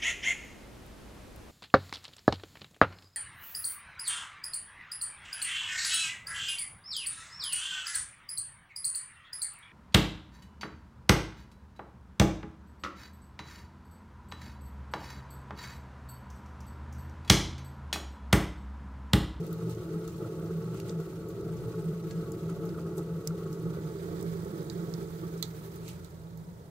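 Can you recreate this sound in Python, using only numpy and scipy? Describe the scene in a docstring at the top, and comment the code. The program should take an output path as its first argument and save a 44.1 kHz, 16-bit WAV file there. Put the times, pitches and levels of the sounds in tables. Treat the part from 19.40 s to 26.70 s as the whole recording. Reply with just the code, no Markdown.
"""Fire in a steel stove

A fire draws hard in a home-made stove outdoors. Fluttering flames drive the air modes of the feed
tube and flue pipe into a rumble; the sticks hiss, sizzle, spit gas and crack. The microphone pair
hangs over the feed opening, then passes beside the pipe and backs away."""
import sys
import numpy as np
from scipy import signal
from scipy.fft import rfft, irfft
from scipy.io import wavfile
from scipy.ndimage import uniform_filter1d, map_coordinates

SR = 44100
rng = np.random.default_rng(int(sys.argv[2]) if len(sys.argv) > 2 else 0)


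def to_wav(sig):
    """Store sig (one row per channel, or 1-D mono) as 16-bit WAV at the path in sys.argv[1].

    Samples outside -1..1 are clipped; the rate is SR.
    """
    pcm = np.clip(np.atleast_2d(sig), -1, 1) * 32767
    pcm = np.round(pcm).astype(np.int16)
    wavfile.write(sys.argv[1], SR, pcm.T)  # frames by channels


N = 321914
TIME = np.arange(N) / SR
FREQ = np.fft.rfftfreq(N, 1 / SR)


def amp(db):
    """Decibels to gain."""
    return 10 ** (np.asarray(db) / 20)


def unit(x):
    """Scales to unit rms."""
    return x / np.sqrt(np.mean(x ** 2) + 1e-20)


def unit_onset(x, span_s=0.002):
    """Scales to unit rms over the onset."""
    return x / np.sqrt(np.mean(x[:, :round(span_s * SR)] ** 2))


def running_rms(x, span_s):
    """Sliding rms; dividing by it leaves only the faster flutter."""
    return np.sqrt(abs(uniform_filter1d(np.mean(x ** 2, axis=0), int(span_s * SR))) + 1e-20)


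def curve(points):
    """Breakpoints interpolated over time."""
    return np.interp(TIME, *np.transpose(points))


def spectrum(points):
    """Breakpoints interpolated over log frequency."""
    hz, value = np.transpose(points)
    return np.interp(np.log(FREQ + 1), np.log(hz + 1), value)


def colour(x, gain):
    """Filters by one gain per frequency."""
    return irfft(rfft(x) * gain, N)


def highpass(hz, order):
    """Gain per frequency of a high-pass."""
    return 1 / (1 + (hz / (FREQ + 1)) ** order)


def resonances(modes):
    """Gain per frequency of steep-skirted modes, summed in power."""
    gains = (amp(db) / (1 + ((FREQ - hz) / (0.59 * width_hz)) ** 2) for hz, width_hz, db in modes)
    return np.sqrt(sum(gain ** 2 for gain in gains))


def wander(hz):
    """Smooth unit-rms noise up to a given rate."""
    return unit(colour(rng.standard_normal(N), 1 / (1 + (FREQ / hz) ** 4)))


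def stereo_noise(correlation):
    """White noise; left-right correlation overall or per frequency."""
    a, b = rng.standard_normal((2, N))
    mid = colour(a, np.sqrt((1 + correlation) / 2))
    side = colour(b, np.sqrt((1 - correlation) / 2))
    return np.array([mid + side, mid - side])


def short_noise(correlation, size):
    """A short stretch of stereo white noise."""
    noise = rng.standard_normal((3, size))
    return np.sqrt(correlation) * noise[0] + np.sqrt(1 - correlation) * noise[1:]


def impulses(per_s, spread_db):
    """Random impulses of uneven strength."""
    return (rng.random(N) < per_s / SR) * amp(spread_db * np.minimum(rng.exponential(1, N), 2))


def pan(db):
    """Constant-power gains for a left-minus-right level."""
    gains = amp(np.array([np.atleast_1d(db), -np.atleast_1d(db)]) / 2)
    return gains / np.sqrt(np.mean(gains ** 2, axis=0))


def add(mix, start_s, sound):
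    """Mixes a sound in at a time."""
    part = mix[:, round(start_s * SR):][:, :sound.shape[1]]
    part += sound[:, :part.shape[1]]


# freq_hz, density_db
GARDEN_SPECTRUM = [(20, -23), (70, -32), (170, 0.5), (270, 1.5), (550, 0.5), (680, -3), (780, -11),
                   (950, -4.5), (1200, -25.5), (1900, -20.5), (2600, -55), (5000, -29)]

def garden(level_db=-57):
    """Steady, dull outdoor background."""
    return amp(level_db) * unit(colour(stereo_noise(0.5), amp(spectrum(GARDEN_SPECTRUM))))


# Stove position: time_s, aside (0 straight below, 1 off to the right)
STOVE_ASIDE = [(0, 0.0015), (4.0, 0), (4.7, 1), (5.4, 1), (6.2, 0.56), (7.3, 0.68)]

def side_shade(x, shade_db=-4):
    """With the stove off to the right, the left channel is weaker."""
    return x * pan(shade_db * curve(STOVE_ASIDE))


def side_delay(x):
    """With the stove off to the right, sound reaches the left microphone later."""
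    lag_s = np.interp(TIME, [0, 3.9, 4.7, 7.3], [-.00003, 0, .00027, .00032])
    return np.array([map_coordinates(x[0], [(TIME - lag_s) * SR], order=5), x[1]])


# freq_hz, pan_db
BEAM_PAN = [(100, -8), (1500, -4), (4000, 4.5), (8000, 3), (12000, 11), (15000, 18)]

def opening_beam(x):
    """Treble beams unevenly from the opening, favouring the left microphone above it."""
    aside = curve(STOVE_ASIDE)
    return (1 - aside) * colour(x, pan(spectrum(BEAM_PAN))) + aside * x


# pitch_hz, width_hz, gain_db
TUBE_MODES = [(3460, 71, -20), (3830, 36, -3), (4240, 77, -2), (4600, 44, -4), (4990, 74, -3.5),
              (6440, 400, -7.5), (7900, 980, -6), (12070, 500, -7.5), (15000, 500, -5)]

def feed_tube(x):
    """Sound from the sticks rings the steel tube on its way out; a bright peak also sits near 15 kHz."""
    return x + sum(amp(db) * signal.lfilter(*signal.iirpeak(hz, hz / width_hz, fs=SR), x)
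                   for hz, width_hz, db in TUBE_MODES)


# pitch_hz, width_hz, gain_db
WALL_MODES = [(50.4, 11, -20), (86, 4.5, 2), (106.5, 100, -2)]
# Loss as the microphone backs away: time_s, gain_db
DISTANCE_GAIN = [(0, 0.5), (4.4, -1), (5.55, -4), (5.95, -4.5), (6.1, -9.5), (6.45, -6.5), (6.7, -16.5),
                 (7.3, -20.5)]

def wall_rumble(level_db=-49, distance_share=0.14):
    """The draught shakes the pipe wall at its deepest modes, which fade little with distance."""
    wall = unit(colour(stereo_noise(0.98), resonances(WALL_MODES) * highpass(28, order=4)))
    return amp(level_db + distance_share * curve(DISTANCE_GAIN)) * wall


# start_s, level_db, pitch_hz, pan_db
EMBER_TICKS = [(.3495, -57, 6700, -4), (.5955, -57, 11800, 5), (.7665, -58, 14000, 3),
               (.7875, -55, 14000, 7), (.9995, -58, 12600, 3), (1.0435, -55, 14500, 4),
               (1.3435, -57, 11600, 5), (2.0105, -59, 6100, -4), (2.2075, -60, 8000, -1),
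               (2.4015, -62, 7500, 3), (2.4225, -58, 14000, 4), (2.4425, -58, 12200, 5),
               (3.0992, -54, 7460, 5), (3.2125, -62, 14500, 3), (3.2923, -54, 4900, -5),
               (4.2265, -55, 13400, 9), (4.8115, -51, 8400, -10), (5.0365, -57, 7600, -6),
               (5.0485, -55, 7700, -5), (5.2075, -56, 4400, -13), (5.2295, -56, 7500, -9),
               (5.7025, -57, 12800, -11), (6.7045, -58, 14000, -5)]

def embers(gain_db=2, t60_s=0.0093, width_octaves=0.42, size=1024):
    """Flakes of char flick off the embers: dry ticks, each around its own pitch."""
    out, t, hz = np.zeros((2, N)), np.arange(size) / SR, np.fft.rfftfreq(size, 1 / SR)
    for start_s, level_db, pitch_hz, pan_db in EMBER_TICKS:
        band = 1 / (1 + (np.log2((hz + 1) / pitch_hz) / width_octaves) ** 2)
        tick = irfft(rfft(short_noise(0.18, size)) * band, size) * amp(-60 * t / t60_s)
        add(out, start_s, amp(level_db + gain_db) * pan(pan_db) * unit_onset(tick))
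    return out


# time_s, level_db
HISS_LEVEL = [(0, -59), (1.5, -60.5), (1.75, -61.5), (2.4, -59.5), (3.8, -61.5), (4.25, -59.5), (4.65, -56),
              (6.1, -57.5), (6.55, -60.5), (6.81, -64), (7.3, -67.5)]
# Over the opening and beside the pipe: freq_hz, density_db
HISS_SPECTRUM_OVER = [(1500, 3), (1950, 3), (2400, 2.5), (3100, 2), (4200, 1), (5400, -1.5), (6400, -1.5),
                      (8000, -4.5), (9400, -3.5), (12000, -3.5), (14000, -1), (15300, -2)]
HISS_SPECTRUM_BESIDE = [(1500, 7), (1950, 4), (2300, 1.5), (2720, -5), (3500, 1), (4150, -1), (4800, -2.5),
                        (7900, -5.5), (9200, -7), (12500, -6.5), (14000, -8.5), (15300, -4)]
# Splitting wood, for ticks and cracks: low_hz, high_hz, decay_factor, echo_db
SPLIT_BANDS = [(1893, 2290, 0.66, -25), (3450, 4600, 0.84, 9.5), (4900, 7900, 0.93, 11.5),
               (10340, 20000, 0.57, 0.5)]

def hiss(gain_db=2.5, flicker_db=1.45, flicker_hz=35, tick_db=-8, tick_decay_s=0.0058):
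    """Gas seeps from the wood in a flickering hiss, with tiny ticks of splitting char."""
    gas = stereo_noise(0.05) * amp(flicker_db * wander(flicker_hz))
    for low_hz, high_hz, *_ in SPLIT_BANDS[1:]:  # coarse, medium and fine char
        splits = impulses(per_s=70, spread_db=4)
        envelope = signal.lfilter([1], [1, -np.exp(-1 / (tick_decay_s * SR))], splits)
        ticks = unit(stereo_noise(0.05) * envelope)
        gas += amp(tick_db) * colour(ticks, (FREQ > low_hz) & (FREQ < high_hz))
    over = unit(colour(gas, amp(spectrum(HISS_SPECTRUM_OVER))))
    beside = unit(colour(gas, amp(spectrum(HISS_SPECTRUM_BESIDE))))
    aside = curve(STOVE_ASIDE)
    pan_db = -4 - 3 * aside
    return ((1 - aside) * over + aside * beside) * amp(curve(HISS_LEVEL) + gain_db) * pan(pan_db)


# time_s, gain_db
TREBLE_GAIN = [(0, -1.5), (.6, -1), (5.3, 1.5), (5.95, 3.5), (6.25, 4.5), (6.6, 1.5), (7.3, 0)]

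def treble_swell(x, from_hz=11000):
    """The top treble slowly rises, then falls back."""
    return x + (amp(curve(TREBLE_GAIN)) - 1) * colour(x, highpass(from_hz, order=12))


def sizzle(per_s=60, gain_db=-12, t60_s=0.012, pitches=16, pan_spread_db=4):
    """Sap droplets burst on hot wood in tiny pitched ticks; the level follows the hiss."""
    out, t = np.zeros((2, N)), np.arange(512) / SR
    for hz in np.linspace(3200, 9000, pitches):
        bursts = impulses(per_s / pitches, spread_db=3)
        phase_cycles = 0.67 * rng.random((2, 1))
        tick = amp(-60 * t / t60_s) * np.sin(2 * np.pi * (hz * t + phase_cycles))
        ticks = signal.oaconvolve(bursts[None], tick, axes=1)[:, :N]
        out += pan(pan_spread_db * rng.standard_normal()) * ticks
    return amp(gain_db + curve(HISS_LEVEL)) * unit(out)


# peak_s, level_db, half_length_s, tilt_db_per_octave, pan_db
HISSING_SWELLS = [(0.313, -54, 0.01, 6, -4), (.78, -64, 0.013, 5, -2), (1.374, -56, 0.026, -0.5, -5),
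                  (1.49, -55, 0.0079, 1, -8), (2.716, -59, 0.012, -3, -3), (3.10, -58, 0.0073, 1, -8),
                  (3.58, -49, 0.0082, 11, -5), (4.145, -62, 0.013, 1, 0), (6.047, -61, 0.0051, -6, -10),
                  (6.49, -51, 0.024, 0, -4.5)]
# freq_hz, density_db
SWELL_SPECTRUM = [(1200, -9), (2300, 13), (3100, 12.5), (4200, 8.5), (7500, 8.5), (10000, 6), (12500, 5),
                  (15000, -5)]

def hissing_swells(flicker_db=1, flicker_hz=300, tilt_from_hz=2000):
    """Short hissing swells: spits of gas and the ragged tail of a loud crack."""
    out = np.zeros((2, N))
    noise = stereo_noise(0.13) * amp(flicker_db * wander(flicker_hz))
    octaves = np.log2(np.maximum(FREQ, tilt_from_hz) / tilt_from_hz)
    for peak_s, level_db, half_s, tilt, pan_db in HISSING_SWELLS:
        swell = np.exp(-np.abs((TIME - peak_s) / half_s) ** 1.37 / 2)
        rush = unit(colour(noise, amp(spectrum(SWELL_SPECTRUM) + tilt * octaves)))
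        out += amp(level_db) * swell * pan(pan_db) * rush
    return out


# pitch_ratio, gain_db, t60_s
STICK_MODES = [(1, 2, 0.17), (1.58, -3, 0.057), (2.01, -7, 0.019)]
# start_s, knock_db, knock_hz, low_db, middle_db, high_db, pan_db, ring_hz, ring_gain_db, echo_gain_db
WOOD_CRACKS = [(0.0656, -78, 1290, -59, -57, -44, 3, 4600, -1, -24),
               (0.129, -75, 1290, -59, -59, -40, 8, 6900, 7, -17),
               (0.2955, -70, 1270, -54, -54, -37.5, -9, 5100, -6, -9),
               (0.677, -72, 1290, -51, -48, -40, -4, 6400, 3, -18),
               (1.4, -63, 1290, -50, -43.5, -37, -7, 2770, 3, -25),
               (1.4945, -62, 1330, -44, -41, -58, -7, 3900, -5, -23),
               (1.6, -75, 1290, -59, -57, -46, -4, 4350, -3, -11),
               (1.887, -80, 1290, -74, -63, -49, 12, 7200, 12, -9),
               (2.7092, -53, 1650, -60, -51.5, -56, -4, 4270, 13, -14),
               (2.9198, -73, 1290, -66, -49, -41, 0, 7100, 8, -24),
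               (3.253, -75, 1290, -63, -59, -47, 10, 6800, -3, -13),
               (3.581, -72, 1280, -58, -47, -43, -7, 7900, 5, -17),
               (3.874, -56, 1260, -50.5, -27, -22, -10, 5000, -0.5, -37),
               (4.128, -72, 1300, -56, -48.5, -42, -3, 6600, -5, -21),
               (4.827, -75, 1290, -67, -50, -38, -12, 9100, 10, -25),
               (5.299, -65, 1280, -44.5, -42, -48, -15, 4640, 9, -27),
               (5.5387, -65, 1290, -46, -45, -48, -17, 5350, 13.5, -28),
               (6.0262, -43.5, 1286, -26.5, -30, -23.5, -9.5, 4050, 4, -23.5),
               (6.3596, -80, 1290, -70, -57, -41, -8, 7800, -3, -21),
               (6.48, -57, 1310, -53, -44, -52, -15, 4520, 4, -30),
               (6.486, -62, 1320, -59, -57, -40, -8, 8700, -3, -20),
               (6.491, -68, 1280, -54, -61, -52, -5, 4340, 2, -20),
               (6.646, -72, 1290, -52, -55, -45, -11, 8160, 12, -20),
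               (6.974, -80, 1290, -62, -58, -44, -12, 6180, 0, -17)]

def cracks(gain_db=-4.5, fracture_s=0.00029, rise_s=0.00012,
           snap_t60_s=0.019, echo_t60_s=0.14, ring_t60_s=0.015, size=4096):
    """Wood fibres snap: a sharp burst, a woody knock, a ringing splinter, a short firebox echo."""
    out, t = np.zeros((2, N)), np.arange(size) / SR
    attack = 1 - np.exp(-t / rise_s)
    fracture = amp(5) * np.exp(-t / fracture_s)
    for (start_s, knock_db, knock_hz, low_db, middle_db, high_db,
         pan_db, ring_hz, ring_gain_db, echo_gain_db) in WOOD_CRACKS:
        knock = sum(amp(knock_db + db - 60 * t / t60_s) * np.sin(2 * np.pi * ratio * knock_hz * t)
                    for ratio, db, t60_s in STICK_MODES)
        phase = 2 * np.pi * ring_hz * t
        splinter = np.sin(phase) + amp(-7.5) * np.sin(0.885 * phase)  # bends two ways
        crack = knock + amp(middle_db + ring_gain_db - 60 * t / ring_t60_s) * splinter
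        band_levels_db = knock_db - 6, low_db, middle_db, high_db
        for (low_hz, high_hz, decay_factor, echo_db), db in zip(SPLIT_BANDS, band_levels_db):
            band = signal.butter(4, [low_hz, high_hz], "band", fs=SR, output="sos")
            snap = amp(-60 * t / (snap_t60_s * decay_factor))
            echo = amp(echo_gain_db + echo_db - 60 * t / echo_t60_s) * (1 - snap)
            burst = signal.sosfilt(band, short_noise(0.14, size) * attack * (fracture + snap + echo))
            crack = crack + amp(db) * unit_onset(burst)
        add(out, start_s, amp(gain_db) * pan(pan_db) * crack)
    return out


# peak_s, level_db, half_length_s
FLAME_PUFFS = [(0.128, -50.5, 0.012), (0.22, -56, .01), (0.497, -54, .006), (0.846, -53, 0.0073),
               (1.012, -56, 0.011), (1.113, -53, 0.0099), (1.23, -67, .008), (2.128, -53, 0.0042),
               (2.343, -56, 0.0077), (2.845, -55, 0.02), (3.096, -49, 0.0071), (3.348, -47.5, 0.0076),
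               (3.388, -49, 0.0081), (3.465, -50.5, 0.0073), (3.909, -50.5, 0.0055), (4.017, -60, 0.006),
               (4.348, -52, 0.011)]
# freq_hz, density_db
PUFF_SPECTRUM = [(450, -28), (700, -10), (870, -13), (1000, -2), (1140, 0.5), (1320, 10), (1550, -3),
                 (2000, -24), (3000, -40)]

def sputters(pan_db=-1):
    """Tongues of flame tear off near the opening in short puffs."""
    puffs = sum(amp(db) * np.exp(-((TIME - peak_s) / half_s) ** 2) for peak_s, db, half_s in FLAME_PUFFS)
    return puffs * pan(pan_db) * unit(colour(stereo_noise(0.97), amp(spectrum(PUFF_SPECTRUM))))


# pitch_hz, width_hz
FLUE_MODES = [(117.5, 5.9), (166.5, 6)]
# Draught in each mode: time_s, level_db
LOWER_MODE_LEVEL = [(0.0, -49), (0.12, -60), (0.24, -39), (0.37, -38), (0.47, -60), (0.86, -42.5),
                    (1.02, -56), (1.41, -38.5), (1.68, -58), (1.78, -49), (2.33, -39), (2.41, -51.0),
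                    (2.67, -50.5), (2.88, -45.5), (3.99, -59), (4.08, -45), (4.4, -47), (4.64, -50),
                    (4.79, -47), (5.01, -54.5), (5.47, -48.5), (5.6, -54.5), (6.53, -47.5), (6.64, -68),
                    (6.82, -49.5), (7.29, -72)]
UPPER_MODE_LEVEL = [(0.0, -35.5), (0.19, -37), (0.3, -35.5), (0.37, -54), (0.56, -32), (0.62, -42.5),
                    (0.91, -44), (0.99, -39.5), (1.17, -35.5), (1.34, -39.5), (1.38, -45.5), (1.61, -32.5),
                    (1.67, -48), (1.82, -40.5), (1.88, -47), (1.95, -42.5), (2.02, -54), (2.07, -37),
                    (2.17, -34.5), (2.32, -47), (2.39, -36.5), (2.52, -31), (2.57, -41), (2.78, -35.0),
                    (2.93, -46), (3.08, -35), (3.32, -38.0), (3.62, -39.0), (3.72, -36.5), (3.95, -35.5),
                    (4.13, -43.5), (4.27, -32.5), (4.33, -41), (4.51, -36), (4.56, -43.5), (4.89, -35.5),
                    (5.27, -47.5), (5.38, -36.0), (5.79, -42.5), (5.84, -37), (6.36, -47.5), (6.4, -42.5),
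                    (6.73, -50.5), (7.12, -41), (7.18, -57), (7.29, -52)]
# freq_hz, left_right_correlation
TURBULENCE_CORRELATION = [(30, 0.91), (150, 0.99), (400, 1), (700, 0.92), (1300, 0.65), (2500, 0.094)]

def flue(lower_gain_db=-1, upper_gain_db=0.2, swell_db=0.1, swell_hz=12):
    """Turbulence keeps two low pipe modes ringing; each swells and sags with the draught."""
    rings = [colour(stereo_noise(spectrum(TURBULENCE_CORRELATION)), resonances([(hz, width_hz, 0)]))
             for hz, width_hz in FLUE_MODES]
    levels_db = curve(LOWER_MODE_LEVEL) + lower_gain_db, curve(UPPER_MODE_LEVEL) + upper_gain_db
    return sum(amp(db + swell_db * wander(swell_hz)) * ring / running_rms(ring, span_s=0.13)
               for ring, db in zip(rings, levels_db))


def gas_drift(x, depth=0.008, rate_hz=9):
    """Hot and cool gas pass in turn, so the pitch of the air modes drifts."""
    position = np.arange(N) + np.cumsum(depth * wander(rate_hz))
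    return np.array([map_coordinates(side, [position], order=3, mode="mirror") for side in x])


# Air in feed tube, firebox and pipe: pitch_hz, width_hz, gain_db
STOVE_MODES = [(149.8, 18, -1), (191.6, 22.8, -4.5), (236.6, 7.6, -16), (303.4, 13, -7.5),
               (327.7, 17.4, -2), (364, 34, -2.5), (393.3, 23.2, -1.5), (441.7, 16.8, 1.5), (484, 24, -12),
               (525, 102, -16.5), (636, 66, -25.5), (690, 37, -20), (855.6, 34, -19), (905, 46, -32),
               (1126.7, 37, -19.5), (1277, 65, -20), (1310, 130, -27), (1400, 215, -27), (1957, 64, -34)]
# time_s, gain_db
FLAME_STRENGTH = [(0.0, -0.5), (0.18, -5.5), (0.26, 1), (0.34, -3.5), (0.55, 0.5), (0.77, -5.5),
                  (0.81, 3.5), (0.97, -3), (1.04, 0.0), (1.42, -2.5), (1.48, 0.5), (1.75, -4.5), (2.05, 1),
                  (2.14, -2.5), (2.54, 1.0), (2.59, -6), (2.64, 0.5), (2.69, -3), (2.88, 0.5), (3.13, -2),
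                  (3.22, 1), (3.34, -0.5), (3.6, 1), (3.64, -1.5), (4.17, 0.5), (4.22, -2.5), (4.35, 1),
                  (4.57, -0.5), (4.84, 2.5), (4.91, 0), (5.22, 4), (5.3, 1), (5.43, 3.5), (5.53, 1),
                  (5.64, 4.5), (5.68, -2.5), (6.36, 0), (6.42, -3), (6.61, -1), (7.29, 0.5)]
# peak_s, gain_db, half_length_s
FLARE_UPS = [(1.113, 2, 0.0037), (1.345, 8.5, 0.0061), (1.496, -6, 0.0018), (2.09, 4.5, 0.016),
             (2.342, 5.5, 0.0093), (3.247, 1.5, 0.061), (3.588, 6, 0.013), (4.064, 7.5, 0.0084),
             (4.261, 7.5, 0.013), (4.686, 11.5, 0.0021), (5.839, 8, 0.018), (5.958, 9, 0.0069)]

def roar(flutter_db=1.7, flutter_hz=80, split_hz=780, surge_db=0.8, surge_hz=6):
    """Fluttering flames surge, flare up and sound through the air modes of the stove."""
    flare = amp(sum(db * np.exp(-((TIME - peak_s) / half_s) ** 2) for peak_s, db, half_s in FLARE_UPS))
    flame = stereo_noise(spectrum(TURBULENCE_CORRELATION)) * amp(flutter_db * wander(flutter_hz))
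    stove = resonances(STOVE_MODES)
    upper = highpass(split_hz, order=12)  # short waves beam out of the opening
    body, beam = (gas_drift(colour(flame * flare, gain) / running_rms(colour(flame, gain), span_s=0.12))
                  for gain in (stove * (1 - upper), stove * upper))
    distance_db, flame_db = curve(DISTANCE_GAIN), curve(FLAME_STRENGTH)
    body_db = -38.5 + distance_db + flame_db
    beam_db = -56 + 0.55 * distance_db + 0.68 * flame_db + surge_db * wander(surge_hz)
    return amp(body_db) * body + amp(beam_db) * beam


def scene():
    """The stove in the garden, heard from the moving microphones."""
    wood = opening_beam(feed_tube(treble_swell(hiss()) + hissing_swells() + cracks()))
    fire = side_shade(flue() + roar() + sputters() + sizzle())
    return side_delay(fire + wall_rumble() + wood + embers()) + garden()


def record(dry, cutoff_hz=15750):
    """Steep low-pass band limit."""
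    lowpass = signal.firwin(511, cutoff_hz, window=("kaiser", 9), fs=SR)
    return signal.oaconvolve(dry, lowpass[None], "same", axes=1)


dry = scene()
out = record(dry)
to_wav(out)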